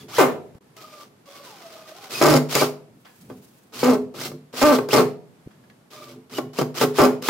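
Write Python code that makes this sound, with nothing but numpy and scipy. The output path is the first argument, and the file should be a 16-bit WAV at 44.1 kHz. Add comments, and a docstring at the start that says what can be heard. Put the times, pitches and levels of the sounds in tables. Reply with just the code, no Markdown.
"""Workshop, close by: a cordless impact driver sinks screws into a pine cabinet in short trigger pulls.
Motor: gear lines locked to a rotor that winds up and sags, over a hiss of teeth. Hammer: blows on the anvil
until the trigger is let go. Thread: stick-slip pulses that make boards thud and the hollow cabinet groan.
Around and under the pulls: scratches on screw heads, dull low thumps, hands, a sleeve, reverberation and
quiet air. The opening is more reverberant, with weaker panels; near 0.6 s the level dips briefly."""
import sys
import numpy as np
from scipy import signal
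from scipy.fft import rfft, irfft
from scipy.io import wavfile
from scipy.ndimage import uniform_filter1d, minimum_filter1d

SR = 44100
rng = np.random.default_rng(int(sys.argv[2]) if len(sys.argv) > 2 else 0)


def to_wav(s):
    """Save 16-bit WAV."""
    ch = np.atleast_2d(s).T  # columns
    pcm = np.round(np.clip(ch, -1, 1) * 32767)  # PCM
    wavfile.write(sys.argv[1], SR, pcm.astype(np.int16))


N = 321489
TIME = np.arange(N) / SR


def amp(db):
    """Decibels to gain."""
    return 10 ** (np.asarray(db) / 20)


def unit(x):
    """Scale to rms 1."""
    return x / np.sqrt(np.mean(x ** 2))


def unit_energy(impulse):
    """Scale a response so that it keeps the power of white noise."""
    return unit(impulse) / np.sqrt(impulse.shape[-1])


def walk(per_s):
    """Smooth chance with a spread near 1: random points, per_s of them a second, joined by lines."""
    return 1.2 * np.interp(TIME * per_s, np.arange(N // 8), rng.standard_normal(N // 8))


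def filtered(x, order, hz, kind="low"):
    """Butterworth filter."""
    return signal.sosfilt(signal.butter(order, hz, kind, fs=SR, output="sos"), x)


def response(points, size=4096):
    """Minimum-phase impulse response with a spectrum of (Hz, dB) points, by way of the cepstrum."""
    hz, db = np.transpose(points)
    bins_hz = np.arange(size // 2 + 1) * SR / size
    spectrum_db = np.interp(np.log(bins_hz + 1), np.log(hz), db)
    cepstrum = irfft(np.log(amp(spectrum_db)))
    cepstrum[1:size // 2] *= 2
    cepstrum[size // 2 + 1:] = 0
    return unit_energy(irfft(np.exp(rfft(cepstrum))))


def convolve(x, impulse):
    """Pass a sound through one response per channel."""
    return signal.oaconvolve(np.atleast_2d(x), np.atleast_2d(impulse), axes=1)[:, :N]


def modes(table):
    """Ring of a struck body: decaying sines; each mode's dB is its share of the energy."""
    t = TIME[:SR // 2]
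    ring = 0
    for k, (hz, db, t60_s) in enumerate(table):
        mode = np.sin(2 * np.pi * hz * t) * amp(-60 * t / t60_s)
        ring = ring + (-1) ** k * amp(db) * unit_energy(mode)
    return unit_energy(ring)


def latest(table):
    """At every moment, the time since the latest event began and that event's columns."""
    start_s, *columns = np.transpose(table)
    row = np.maximum(np.searchsorted(start_s, TIME, "right") - 1, 0)
    return [TIME - start_s[row]] + [column[row] for column in columns]


def swells(table):
    """Gain of (start, length, dB) gestures that each rise and fall in one arch."""
    return sum(amp(db) * np.maximum(1 - (2 * (TIME - start_s) / length_s - 1) ** 2, 0)
               for start_s, length_s, db in table)


# trigger pulls: (start [s], held [s], spin-up [s], run-down [s], top speed before sag [rotor turns/s],
#                 motor level [dB], bit grinding level [dB])
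PULLS = [ (-.06, .08, .04, .03, 290, -47, -40), (.083, 0.14, .1, .035, 330, -31.5, -57),
         (.763, 0.28, .005, .04, 107, -48, -54), (2.085, 0.29, .06, .03, 425, -30, -33.5),
         (2.487, 0.13, .061, .09, 400, -24, -35), (3.722, 0.22, .085, .03, 378, -33.5, -33),
         (4.14, .135, .08, .035, 350, -32.5, -33), (4.528, 0.23, .085, .04, 365, -27.5, -32.5),
         (4.885, .094, .055, .07, 385, -25, -30), (5.904, .22, .02, .05, 103, -45.5, -42),
         (6.297, .092, .052, .03, 245, -36.5, -32), (6.532, .09, 0.06, 0.03, 260, -33.5, -34.5),
         (6.742, 0.098, .085, 0.033, 370, -26, -29), (6.938, 0.12, .057, .028, 405, -28.5, -31),
         (7.218, .12, .075, .03, 345, -26, -38)]
# light touch on the trigger starts a screw, wood drags the motor down:
# (time [s], speed [rotor turns/s], level [dB])
CREEP = [(1.257, 93, -48), (1.42, 95, -45), (1.53, 70, -46), (1.66, 55, -47), (1.92, 52, -47),
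         (2.0, 69, -43.5), (2.085, 63, -41.5)]
START_HZ, SAG_PER_S = 61.67, .35  # rotor speed as the trigger closes; share of speed lost per s under load
MOTOR_DB_PER_OCTAVE, RUN_DOWN_DB = 7, -8.5  # louder with speed; extra fade without drive


def trigger():
    """Rotor speed and motor gain: each pull spins up, sags under load and runs down; level follows speed."""
    t, held_s, spin_s, down_s, top_hz, db, _ = latest(PULLS)
    up = np.clip(t / spin_s, 0, 1)
    down = np.clip((t - held_s) / down_s, 0, 1)
    sag = 1 - SAG_PER_S * np.clip(t - spin_s, 0, held_s)
    rotor_hz = (START_HZ + (top_hz - START_HZ) * up * (1 - down)) * sag
    speed_db = MOTOR_DB_PER_OCTAVE * np.log2(rotor_hz / top_hz)
    gain = (down < 1) * amp(db + speed_db + RUN_DOWN_DB * down)
    s, creep_hz, creep_db = np.transpose(CREEP)
    creeping = (TIME >= s[0]) * (TIME < s[-1])
    creep_gain = creeping * amp(np.interp(TIME, s, creep_db))
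    rotor_hz = np.where(creep_gain > gain, np.interp(TIME, s, creep_hz), rotor_hz)
    return rotor_hz, np.maximum(gain, creep_gain)


# gear and magnet lines: (multiple of rotor speed [-], relative level [dB])
WHINE = [(1, -20), (3, -21), (6, 0), (12, 2.5), (16, -9), (23, -5), (30, -14.5), (36, -11.5), (48, -11)]
# housing lets the gear lines out: (frequency [Hz], relative gain [dB])
HOUSING = [(250, -17.5), (420, -5), (660, 1.5), (900, -4.5), (1220, 1), (1700, -11), (2300, -2), (3000, -2),
           (4200, -3), (7000, -3), (15000, -8.5)]
# gear noise spectrum: (frequency [Hz], relative density [dB per Hz])
GEARS = [(60, -29), (150, -15), (350, 6.5), (650, 3.5), (950, -0.5), (1220, 5), (1700, -3), (2500, -1),
         (5200, -0.5), (7500, -7.5), (10000, -11), (11800, -8.5), (15500, -11)]
WHINE_DB = -1  # one of the gains on the gear lines


def motor(blows):
    """Gear lines follow the rotor, over a hiss of teeth that throbs once a turn."""
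    rotor_hz, gain = trigger()
    octaves = np.log2(rotor_hz / 100)
    # speed changes and blows rattle the gears in their play, which blurs and weakens the lines
    struck = 1 - minimum_filter1d(1. * (blows == 0), size=500)
    octaves_per_s = (gain > 0) * np.abs(np.gradient(octaves)) * SR
    strain = np.clip(uniform_filter1d(octaves_per_s, size=900) / 18 + struck, 0, 1)
    jitter = .017 + .025 * strain + .008 * (octaves < 1)
    turn = 2 * np.pi * np.cumsum(rotor_hz * (1 + jitter * walk(900))) / SR
    lines = sum(amp(line_db + 5.2 * walk(90)) * np.sin(order * turn) for order, line_db in WHINE)
    whine = convolve(unit(lines), response(HOUSING)) * amp(-4.5 - 4 * strain)

    throb_db = 1.2 * np.sin(turn) + 1.7 * walk(700) + 2.15 * walk(45)
    teeth = rng.standard_normal((2, N)) * amp(throb_db)
    mid, side = convolve(unit(teeth), response(GEARS))
    side = amp(-0.5) * filtered(side, 1, 1800, "high")
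    hiss = mid + np.array([side, -side])
    # faster teeth strike harder and sound brighter
    dull = filtered(hiss, 1, 2500)
    hiss = dull + amp(-3.0 + 2.0 * octaves) * (hiss - dull)
    return amp(-4.5) * gain * (hiss + amp(WHINE_DB) * whine)


# runs of blows, each until the trigger is let go: (start [s], first blow level [dB], change [dB/s])
HAMMERING = [(.186, -30.5, -300), (2.217, -26, -19.5), (2.552, -36, -14), (3.836, -35, -140),
             (4.62, -32, -115), (4.932, -21.5, -300), (6.813, -31.5, -130), (6.988, -27, -110)]
BLOWS_PER_TURN = .348


def hammer():
    """The hammer strikes the anvil at a rate set by the pull's top speed, each blow with its own strength."""
    blows = np.zeros(N)
    for start_s, first_db, db_per_s in HAMMERING:
        pulled_s, held_s, _, _, top_hz, _, _ = [pull for pull in PULLS if pull[0] < start_s][-1]
        rate_hz = BLOWS_PER_TURN * top_hz
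        late, strong = rng.standard_normal((32, 2)).T
        s = start_s + (np.arange(32) + .06 * late) / rate_hz
        size = amp(first_db + db_per_s * (s - start_s) + 3.2 * strong) * np.sqrt(SR / rate_hz)
        held = s < pulled_s + held_s
        blows[(s[held] * SR).astype(int)] += size[held]
    return blows


def chatter(push, t60_s):
    """Loose steel rebounds: every push breaks into a quick, fading spray of contacts."""
    fade = unit_energy(amp(-60 * TIME[:SR // 20] / t60_s))
    power = convolve(push ** 2, fade ** 2)
    return np.sqrt(np.abs(power)) * rng.standard_normal(N)


# hammer click spectrum: (frequency [Hz], relative density [dB per Hz])
CLICK = [(200, -33.5), (1000, -4), (2200, -1), (3200, -4.5), (5000, -2), (7000, -7), (10000, -12),
         (12000, -10.5), (15500, -12)]
# steel modes of anvil and bit: (frequency [Hz], relative level [dB], t60 [s])
ANVIL = [(2210, -2.5, .025), (4700, -6.5, .015), (5410, -6, .02), (6550, -6, .015), (7090, -7, .02)]


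def anvil(push):
    """A hard click and a short steel ring."""
    return convolve(push, response(CLICK)) + amp(-9.0) * convolve(push, modes(ANVIL))


# bites of the thread: (start [s], length [s], slip rate at start [Hz], in the middle [Hz], at the end [Hz],
#                       level [dB], change over the bite [dB], roughness [0-1], brightness [dB],
#                       first catch on wood [dB], first catch on steel [dB])
BITES = [ (0.183, 0.093, 444, 267, 218, -23.5, -6.5, 0.49, 8, -5, -14),
         (2.214, 0.17, 360, 320, 228, -16, -2.5, 0.5, 2.5, -2.5, -15),
         (2.552, .055, 400, 390, 300, -36.5, -21, 0.72, 8.5, -4.5, 10),
         (2.613, 0.031, 380, 275, 207, -29, -10, 0.62, 11.5, 2, -9),
         (3.3, .03, 400, 256, 252, -40, -4, .08, -16, -17, -46),
         (3.83, .122, 243.5, 245, 205, -16, -2.5, .2, -4, 2, -19),
         (4.616, .136, 245, 308, 208, -15, 3, .22, 5, 3, -6.5),
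         (4.93, .09, 390, 225, 175, -20.5, 3, .45, 8, 0, -5),
         (6.812, 0.039, 438, 392, 260, -20.5, -12.5, 0.49, 1, -1, -12),
         (6.985, 0.084, 445, 256, 205, -14, 0.5, .48, 5, -19, -11),
         (7.286, .06, 420, 400, 300, -23, -12, 0.5, 8, 0, 2)]
BITE_ARCH_DB, BITE_DULLING_DB = 5.5, 13  # swells towards the middle; duller as the screw sinks
BITE_RELEASE_DB_PER_S = 601


def thread():
    """The thread sticks and lets go in pulses at a gliding rate; rough bites slip unevenly."""
    t, length_s, first_hz, middle_hz, last_hz, db, change_db, rough, bright_db, _, _ = latest(BITES)
    along = np.clip(t / length_s, 0, 1) - .5  # -0.5 at the start, 0.5 at the end
    bend = (2 * along) ** 2
    slip_hz = middle_hz + (last_hz - first_hz) * along + ((first_hz + last_hz) / 2 - middle_hz) * bend
    release_db = BITE_RELEASE_DB_PER_S * np.maximum(t - length_s, 0)
    db = db + change_db * along - BITE_ARCH_DB * bend - release_db
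    cycles = np.cumsum(slip_hz * np.exp(.25 * rough * walk(500))) / SR
    pulses = np.diff(np.floor(cycles), prepend=0) * (t >= 0)
    slips = pulses * amp(db + 7.9 * rough * walk(400)) * np.sqrt(SR / slip_hz)
    soft = filtered(slips, 1, 700)
    return soft + amp(bright_db - BITE_DULLING_DB * along) * (slips - soft)


# single jolts of bit and screw: (time [s], push on wood [dB], push on steel [dB], first gap between slips [s])
JOLTS = [(.548, -32, -43, .002), (.767, -30, -24.5, 0.0022), (4.144, -18, -39, 0.0024),
         (4.316, -16.5, -25, 0.0018), (4.538, -14.5, -33, 0.0018), (4.787, 4.5, -18, .002),
         (4.888, -6, -13, .002), (5.909, -39, -35, .002), (6.385, 2, -11.5, .0028), (6.588, 5, -5, 0.0043),
         (6.614, 4, -8, .0062), (6.836, 4.5, -20, 0.0057), (7.224, -15, -10, .0035)]
CATCH_GAP_S = 0.002004  # first gap between the slips of a bite's first catch


def jolts():
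    """Single pushes, also as each bite starts; wood gives way in three quick slips, the middle one strongest."""
    wood, steel = np.zeros((2, N))
    catches = [(s, wood_db, steel_db, CATCH_GAP_S) for s, *_, wood_db, steel_db in BITES]
    for s, wood_db, steel_db, gap_s in list(JOLTS) + catches:
        steel[int(s * SR)] += amp(steel_db)
        slips = ((s + gap_s * np.array([0, 1, 2.25])) * SR).astype(int)
        sizes = amp(wood_db) * np.array([.6, .67, .35])
        inside = slips < N
        wood[slips[inside]] += sizes[inside]
    return wood, steel


GRIND_RISE_DB, GRIND_LINGER_S = 9.5, 0.0705  # rise over the pull; time it outlasts the pull


def grinding():
    """Soft, dull friction under the seated bit, growing through each pull."""
    t, held_s, *_, db = latest(PULLS)
    level = (t < held_s + GRIND_LINGER_S) * amp(db - GRIND_RISE_DB * np.maximum(1 - t / held_s, 0))
    rub = filtered(rng.standard_normal(N), 3, 370)
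    return uniform_filter1d(level, size=200) * rub


# dead thud of the boards: (frequency [Hz], relative density [dB per Hz])
BOARDS = [(30, -28), (90, -22.5), (135, 1.5), (280, 1.5), (450, 4.5), (800, -6), (1250, -8.5),
          (1700, -18.5), (2300, -18), (3200, -26.5), (6000, -40), (15000, -37.5)]


def boards(push):
    """Heavily damped wood turns each push into a dead thud."""
    return convolve(push, response(BOARDS))


# panel modes of the cabinet: (frequency [Hz], relative level [dB], t60 [s])
CABINET = [(122.3, -8.5, 0.28), (149.2, -5.5, 0.48), (195, -15.5, 0.1), (254.3, 0.5, 0.32),
           (325.6, -10.5, 0.11), (351.2, -2.5, 0.16), (414, 0.5, 0.39), (439.1, 0, 0.28), (597, -3.5, 0.12),
           (742.7, -6.5, 0.17), (826, -10, 0.067), (1083, -12.5, 0.2), (1173, -7.5, 0.077),
           (1350, -10, 0.15), (1538, -17, .08)]


def cabinet(push):
    """Panels of the hollow cabinet ring in their modes."""
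    return convolve(push, modes(CABINET))


def widen(x, t60_s, side_db):
    """Quick reflections off the nearby boards make the two ears differ."""
    t = TIME[:SR // 10]
    reflections = rng.standard_normal(len(t)) * amp(-60 * t / t60_s) * (t > .001)
    side = convolve(x, unit_energy(reflections))
    return x + amp(side_db) * side * np.array([[1], [-1]])


# bit feels for the screw head: (start [s], level [dB], t60 [s])
SCRAPES = [(3.049, -49.5, 0.33), (3.299, -52, 0.13), (5.508, -57, 0.14), (5.638, -59, 0.063),
           (5.699, -50.5, 0.055)]
# scratch spectrum: (frequency [Hz], relative density [dB per Hz])
SCRATCH = [(200, -16), (900, 11), (1700, 7), (3300, 0.5), (5500, -5), (9000, -18), (15000, -16)]
# modes of a standing screw when scratched: (frequency [Hz], relative level [dB], t60 [s])
SCREW = [(1700, 0, 0.096), (1900, -3, 0.065), (3294, -7, 0.085), (4740, -5.5, .08)]


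def scrapes():
    """Short gritty scratches of the bit on the screw head, which rings a little."""
    level = sum((TIME >= s) * amp(db - 60 * np.abs(TIME - s) / t60_s) for s, db, t60_s in SCRAPES)
    grit = level * rng.standard_normal(N) * amp(1.8 * walk(210))
    return amp(-3.5) * convolve(grit, response(SCRATCH)) + amp(-8.5) * convolve(grit, modes(SCREW))


# dull low thumps: (centre [s], peak level [dB], centre to peak [s])
THUMPS = [(.555, -43.5, 0.0014), (2.56, -29, 0.001), (4.642, -31, .0034), (4.945, -43, 0.0026),
          (5.468, -39, 0.0017), (5.475, -31.5, 0.00072), (7.008, -25.5, .0024)]


def thumps():
    """Each thump is one swing of pressure, down then up."""
    total = 0
    for centre_s, db, half_s in THUMPS:
        x = (TIME - centre_s) / half_s
        total = total + amp(db) * x * np.exp((1 - x ** 2) / 2)
    return total


# hands and sleeves lean on the cabinet: (start [s], length [s], level [dB])
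HANDLING = [(-.1, 0.67, -51), (2.7, 0.43, -61), (3.17, 0.33, -48.5), (3.68, .8, -49), (5.2, .66, -63.5),
            (6.2, 1.3, -56)]
RESTING_HAND_DB = -69


def handling():
    """Soft, uneven rubbing that only stirs the low end."""
    rub = filtered(rng.standard_normal(N), 2, [110, 260], "band")
    return unit(rub) * (amp(RESTING_HAND_DB) + swells(HANDLING)) * amp(3.1 * walk(30))


# sleeve rustles as the tool moves to the next screw: (start [s], length [s], level [dB])
RUSTLE = [(2.9, 0.87, -61.5)]


def rustle():
    """Fine, flickering hiss of cloth."""
    return swells(RUSTLE) * amp(2.4 * walk(80)) * rng.standard_normal((2, N))


# workshop reverberation: (frequency [Hz], t60 [s], level [dB], side against mid [dB])
ROOM = [(119, 0.91, -8, -2.5), (280, 0.5, -13.5, -4), (595, 0.47, -8.5, -9), (1300, 0.31, -9.5, -1.5),
        (4000, 0.32, -9.5, -0.5), (12660, 0.24, -3, 1.5)]


def workshop(x):
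    """A diffuse tail in half-octave bands; the bass stays longest, the treble is widest."""
    t, tail = TIME[:SR], 0
    hz, *columns = np.transpose(ROOM)
    bins_hz = np.arange(SR // 2 + 1)
    for centre_hz in 2 ** np.arange(6.75, 14, .5):
        t60_s, db, side_db = (np.interp(np.log(centre_hz), np.log(hz), column) for column in columns)
        inside = np.abs(np.log2((bins_hz + 1) / centre_hz)) < 1 / 4
        mid, side = irfft(rfft(rng.standard_normal((2, SR))) * inside)
        fade = unit_energy(amp(-60 * t / t60_s) * (1 - np.exp(-t / 0.0041)))
        stereo = (mid + amp(side_db) * np.array([side, -side])) / np.hypot(1, amp(side_db))
        tail = tail + amp(db) * fade * stereo
    return convolve(x, tail)


# quiet background spectrum: (frequency [Hz], relative density [dB per Hz])
AIR = [(30, -38.5), (70, -19.5), (130, -2), (250, -4), (350, -7), (700, -13.5), (1100, -17.5),
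       (2400, -24.5), (6000, -31), (13000, -33), (15500, -43.5)]
AIR_DB = -61.5  # in the mix, before the output gain


def air():
    """A soft, gently wavering background, wider in the treble."""
    mid, side = convolve(rng.standard_normal((2, N)), response(AIR))
    side = filtered(side, 1, 600, "high")
    return amp(AIR_DB + 0.95 * walk(7.5)) * (mid + np.array([side, -side]))


# the opening is heard from across the room: more reverberation, less of the panels
FAR_UNTIL_S, FAR_ROOM_DB, FAR_PANELS_DB = .6, 5, -6


def scene():
    """The tool sounds by itself and shakes the cabinet through the screw: boards thud, hollow panels ring."""
    blows = hammer()
    wood_jolts, steel_jolts = jolts()
    far = TIME < FAR_UNTIL_S
    steel = anvil(chatter(blows + amp(-3) * steel_jolts, t60_s=0.02))
    tool = motor(blows) + widen(amp(-1.5) * (steel + scrapes()), t60_s=0.012, side_db=-2.5)
    push = thread() + amp(2.5) * blows + amp(4.5) * wood_jolts
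    thud = widen(amp(-4.5) * boards(push), t60_s=.04, side_db=-6.0)
    ring = amp(-4.0 + FAR_PANELS_DB * far) * cabinet(push + amp(1.5) * grinding())
    room = amp(FAR_ROOM_DB * far) * workshop((tool + amp(2.5) * thud).mean(axis=0))
    background = amp(-4) * handling() + rustle() + thumps() + air()
    balance = amp(np.array([[-.2], [.2]]))  # left, right
    return balance * (tool + thud + ring + room + background)


# output gain, held before and after; the level dips briefly: (time [s], level [dB])
OUTPUT_GAIN = [(.584, 6), (.59, -12), (.604, -20), (.61, 3.5)]
TOP_HZ = 15750


def record(dry):
    """A quick limiter holds the loudest peaks, the output gain follows, the top is cut."""
    ceiling = amp(-7)  # before the output gain
    needed = ceiling / np.maximum(np.abs(dry).max(axis=0), ceiling)
    limiter = uniform_filter1d(minimum_filter1d(needed, size=120), size=120)
    output_gain = amp(np.interp(TIME, *np.transpose(OUTPUT_GAIN)))
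    top_cut = signal.ellip(10, .2, 80, TOP_HZ, fs=SR, output="sos")
    return signal.sosfilt(top_cut, dry * limiter * output_gain)


dry = scene()
out = record(dry)
to_wav(out)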